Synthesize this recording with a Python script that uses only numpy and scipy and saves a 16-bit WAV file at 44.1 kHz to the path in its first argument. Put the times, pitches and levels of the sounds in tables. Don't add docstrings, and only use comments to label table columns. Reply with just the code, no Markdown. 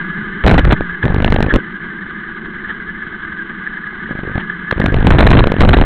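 import sys
import numpy as np
from scipy import signal
from scipy.fft import rfft, irfft
from scipy.io import wavfile
from scipy.ndimage import uniform_filter1d

SR = 44100
rng = np.random.default_rng(int(sys.argv[2]) if len(sys.argv) > 2 else 0)


def bounce(signal):
    frames = np.transpose(np.atleast_2d(signal))
    limited = np.clip(frames, -1, 1)
    pcm = np.round(limited * 32767).astype(np.int16)
    wavfile.write(sys.argv[1], SR, pcm)


N = 257984
T = np.arange(N) / SR

# frequency in Hz, level in dB.
TURBULENCE_COLOUR = [(40, -0.5), (200, 12.5), (600, 9), (1100, 0), (1700, 4), (2300, -4.5), (4000, -15)]


def undb(db):
    return 10 ** (np.asarray(db) / 20)


def curve(rows):
    return np.interp(T, *np.transpose(rows))


def noise(colour):
    hz, db = np.transpose(colour)
    bins_hz = np.maximum(np.arange(N // 2 + 1) * SR / N, 1)
    gain = undb(np.interp(np.log(bins_hz), np.log(hz), db))
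    coloured = irfft(rfft(rng.standard_normal(N)) * gain, N)
    return coloured / coloured.std()


def drift(rate):
    hold = max(int(SR / rate), 2)
    glide = uniform_filter1d(rng.standard_normal(N)[np.arange(N) // hold], hold)
    return glide / glide.std()


def swells(rows, rise=1):
    envelope = np.zeros(N)
    for s, gain, width in rows:
        near = slice(*np.searchsorted(T, [s - 10 * width, s + 10 * width]))
        age = (T[near] - s) / width
        envelope[near] += gain * np.exp(-.5 * np.where(age < 0, age / rise, age) ** 2)
    return envelope


def moments(rate):
    at = (np.cumsum(rng.gamma(2, .5, size=600)) / rate * SR).astype(int)
    return at[at < N]


def ring(pitch_hz, wander, rate, flutter_db=3.5):
    cycles = np.cumsum(pitch_hz * (1 + wander * drift(rate))) / SR
    return np.sqrt(2) * np.sin(2 * np.pi * cycles) * undb(flutter_db * drift(rate))


def engine(turns, lag_turns=0.22, firing_depth=.13, crank_depth=.14, warble=.016):
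    # frequency in Hz, level in dB.
    housing_colour = [(300, -52), (600, -29.5), (950, -17.5), (1100, -14), (1225, -4.5), (1350, -15),
                      (1530, 0), (1690, -4), (1860, -14.5), (2020, -7), (2350, -25.5), (2750, -29),
                      (3020, -21), (4200, -36.5)]
    drone_colour = [(25, -6), (60, -21.5), (105, -20.5), (135, -10), (175, -1), (215, 3.5), (270, -11.5),
                    (330, -1.5), (410, -9), (520, -26), (800, -48.5), (2000, -80)]
    # time in seconds, level in dB.
    clatter_fader = [(0, -26), (.9, -28), (1.8, -29.5), (3.9, -29), (5.85, -27)]
    drone_fader = [(0, -30), (.4, -29), (.9, -31.5), (3, -32.5), (3.6, -34.5), (5.85, -30.5)]
    boom_fader = [(0, -25.5), (.4, -37.5), (.9, -31), (1.6, -43), (4.1, -48), (4.48, -34.5), (5.85, -46)]
    angle = 2 * np.pi * (turns - lag_turns)
    firing = np.cos(angle / 2)
    throb = 1 + firing_depth * firing + crank_depth * np.cos(angle)
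    hiss = undb(-0.8) * noise(housing_colour)
    whine = undb(-4) * ring(pitch_hz=1683, wander=0.031, rate=70)
    delay_s = warble * np.cumsum(np.sin(angle / 2)) / SR
    whirr = np.interp(T - delay_s, T, hiss + whine)
    clatter = whirr * throb * undb(curve(clatter_fader) + 1.22 * drift(110))
    drone = noise(drone_colour) * (1 + .12 * firing) * undb(curve(drone_fader) + 1.2 * drift(25))
    boom = ring(pitch_hz=179.2, wander=0.089, rate=73) * undb(curve(boom_fader))
    return clatter + drone + boom


def mount_rattles(chatter_per_s=5.9, chatter_db=-29.5):
    # time in seconds, ring level in dB, half-length in seconds,
    # rasp against the ring in dB.
    hits = [(0.44, -17.5, 0.00082, 9.5), (1.032, -8.5, 0.0025, -9), (1.507, -15.5, .012, -6.5),
            (2.702, -23, 0.012, -3.5), (3.674, -21.5, .008, -17.5), (3.769, -23.5, 0.011, -24),
            (4.407, -25.5, 0.01, 2), (4.501, -16.5, 0.0033, -12), (4.712, -1.5, .0013, -5),
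            (4.817, -13, 0.001, -3), (4.9, -24, 0.0069, -7)]
    # frequency in Hz, level in dB.
    rasp_colour = [(200, -10), (700, -9.5), (1300, 2.5), (1900, 2.5), (2500, -15.5), (3200, -7.5),
                   (4200, -26.5)]
    ringing = swells([(s, undb(db), width) for s, db, width, _ in hits])
    ringing += swells([(s, undb(chatter_db), .005) for s in T[moments(chatter_per_s)]])
    rasping = swells([(s, undb(db + rasp_db), width) for s, db, width, rasp_db in hits])
    return ringing * ring(pitch_hz=1688, wander=0.05, rate=500) + rasping * noise(rasp_colour)


def gust_db(layer, calm_db=-46.0, rise_db_per_s=1801.5, fall_db_per_s=1199.5):
    # start and end in seconds, then buffet, pulse and eddy levels in dB.
    gusts = [(0, .3, -43, -39.5, -37.5), (0.448, 0.592, 1.5, -20, 3), (0.639, 0.733, -2.5, -33, -23),
             (0.795, 0.836, -23, -18, -31), (1.036, 1.164, -21, 3, -13), (1.184, 1.483, -26, 6.5, -9.5),
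             (1.533, 1.567, -3.5, 9.5, -5), (4.086, 4.366, -41, -12, -42), (4.769, 4.902, -23.5, 2, -11),
             (4.926, 5.02, -18, 1, -5), (5.049, 5.162, 0, 1.5, 7.5), (5.189, 5.407, 5, 2.5, 9.5),
             (5.435, 5.589, -24, -3, -7), (5.596, 5.744, 1.5, -0.5, 7), (5.773, 5.833, 2, 11.5, 8)]
    column = ("buffet", "pulses", "eddies").index(layer)
    db = np.full(N, calm_db)
    for start, end, *levels in gusts:
        fade_db = rise_db_per_s * np.maximum(start - T, 0) + fall_db_per_s * np.maximum(T - end, 0)
        db = np.maximum(db, levels[column] - fade_db)
    return db


def air_pulses(turns, push_db=-8, scatter_db=4.0, jitter_s=0.0013, wake_s=0.0025):
    # frequency in Hz, level in dB.
    wake_colour = [(40, -14), (140, 0), (230, -2.5), (400, -8), (800, -17.5), (3000, -57.5)]
    at = np.flatnonzero(np.diff(np.floor(2 * turns))) + 1
    level_draw, length_draw, time_draw = rng.standard_normal((len(at), 3)).T
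    is_push = np.arange(len(at)) % 2 == 0
    when = T[at] + jitter_s * time_draw
    strength = undb(gust_db("pulses")[at] + scatter_db * level_draw + push_db * is_push)
    width = 0.00051 * (1 + 0.32 * strength) * undb(2 * length_draw)
    pressure = np.where(is_push, strength, -strength)
    pulses = swells(zip(when, pressure, width))
    backflow = swells(zip(when, -0.099 * pressure, 1.2 * width))
    wake_envelope = swells(zip(when + wake_s, 0.38 * np.tanh(strength), np.full(len(at), wake_s)))
    wake = wake_envelope * noise(wake_colour)
    raggedness = 1 + 0.34 * noise(TURBULENCE_COLOUR)
    return pulses * raggedness + backflow + wake


def eddies(turns, scatter_db=4, jitter_s=.002, strays_per_s=22):
    # time in seconds, strength in dB, half-length in seconds.
    slaps = [(0.465, 12, .0026), (.479, 19, 0.0032), (.496, 5, 0.0015), (0.515, 8.5, 0.0026),
             (0.539, 5, 0.00084), (.584, 7, 0.0043), (0.595, 5.5, 0.0039), (.651, 10.5, .0018),
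             (0.712, 1.5, 0.0037), (.728, 10, 0.0044), (0.809, -2, 0.0009), (1.055, -0.5, 0.0013),
             (1.247, 15.5, 0.00087), (1.324, 12, 0.0015), (1.363, 3, 0.0019), (1.406, 6.5, 0.00054),
             (1.54, 8.5, 0.001), (1.561, 18, .0011), (4.381, -3.5, 0.0022), (4.728, -3.5, .003),
             (4.862, 3.5, 0.0026), (4.944, 4.5, .0011), (5.07, 22, .0011), (5.192, 9.5, 0.0027),
             (5.208, 14, 0.0022), (5.271, 23, 0.0028), (5.306, 20.5, 0.002), (5.4, 6, 0.0021),
             (5.441, 13.5, 0.002), (5.472, 13, 0.00056), (5.52, 6.5, 0.00093), (5.608, 17, 0.0018),
             (5.623, 11.5, 0.0042), (5.692, 39.5, 0.0014), (5.742, 11, 0.004), (5.774, 12, 0.0012),
             (5.814, 15.5, 0.00097)]
    pushes = np.flatnonzero(np.diff(np.floor(turns + .5))) + 1
    level_draw, length_draw, time_draw = rng.standard_normal((len(pushes), 3)).T
    when = T[pushes] + jitter_s * time_draw
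    db = gust_db("eddies")[pushes] + scatter_db * level_draw
    width = 0.00094 * undb(3 * length_draw + 0.39 * np.maximum(db, 0))
    strays = moments(strays_per_s)
    swarm = [(s, buffet_db - 6, 0.0021) for s, buffet_db in zip(T[strays], gust_db("buffet")[strays])]
    return list(zip(when, db, width)) + swarm + list(slaps)


def wind(cues, lump_db=8, suction_bias=0.21, turbulence_db=-5):
    # frequency in Hz, level in dB.
    buffet_colour = [(8, -10.5), (25, -2), (60, -2), (120, -8.5), (250, -17.5), (600, -31), (1500, -32.5),
                     (4000, -55.5)]
    rumble = noise(buffet_colour) - suction_bias
    buffet = rumble * undb(gust_db("buffet") + lump_db * np.tanh(drift(90)))
    pressure = swells([(s - width, 0.29 * undb(db), 0.0023) for s, db, width in cues])
    bursts = [(s - width / 2, undb(db + min(db, 0) + turbulence_db), width) for s, db, width in cues]
    turbulence = swells(bursts, rise=0.55) * noise(TURBULENCE_COLOUR)
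    snaps = swells([(s, -1.11 * undb(db), 0.00026 * (1 + 0.63 / undb(db))) for s, db, _ in cues])
    return buffet + pressure + turbulence + snaps


def bodywork_knocks(trim_db=-6, half_length_s=0.0027):
    # time in seconds, level in dB before the trim.
    hits = [(2.064, -31.5), (3.131, -35.5), (3.512, -33), (3.93, -33)]
    envelope = swells([(s, undb(db + trim_db), half_length_s) for s, db in hits])
    return envelope * ring(pitch_hz=794, wander=0.22, rate=660)


def scene():
    # time in seconds, turns per second.
    crank_speed = [(0.0, 22.36), (0.3, 22.1), (0.5, 25.12), (0.8, 23.58), (1.1, 24.7), (1.54, 24.98),
                   (1.8, 22.87), (2.6, 22.67), (3.0, 23.65), (3.4, 22.45), (3.8, 22.44), (4.11, 24.22),
                   (4.5, 25.09), (4.8, 24.08), (5.2, 24.68), (5.5, 23.69), (5.85, 24.51)]
    turns = np.cumsum(curve(crank_speed)) / SR
    mix = engine(turns) + mount_rattles() + air_pulses(turns) + wind(eddies(turns)) + bodywork_knocks()
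    return mix[None]


def record(dry, upper_rail=0.47, lower_rail=0.82, knee=5, band_hz=4200, ceiling=.71, top_hz=16000):
    rail = np.where(dry > 0, upper_rail, lower_rail)
    saturated = dry / (1 + np.abs(dry / rail) ** knee) ** (1 / knee)
    sagging = signal.lfilter(*signal.butter(1, 1.4, "high", fs=SR), saturated)
    speech_band = signal.firwin(281, band_hz, window=("kaiser", 8), fs=SR)
    narrow = signal.fftconvolve(sagging, speech_band[None], "same")
    clipped = np.clip(narrow, -ceiling, ceiling)
    return signal.sosfilt(signal.ellip(8, .2, 70, top_hz, fs=SR, output="sos"), clipped)


dry = scene()
out = record(dry)
bounce(out)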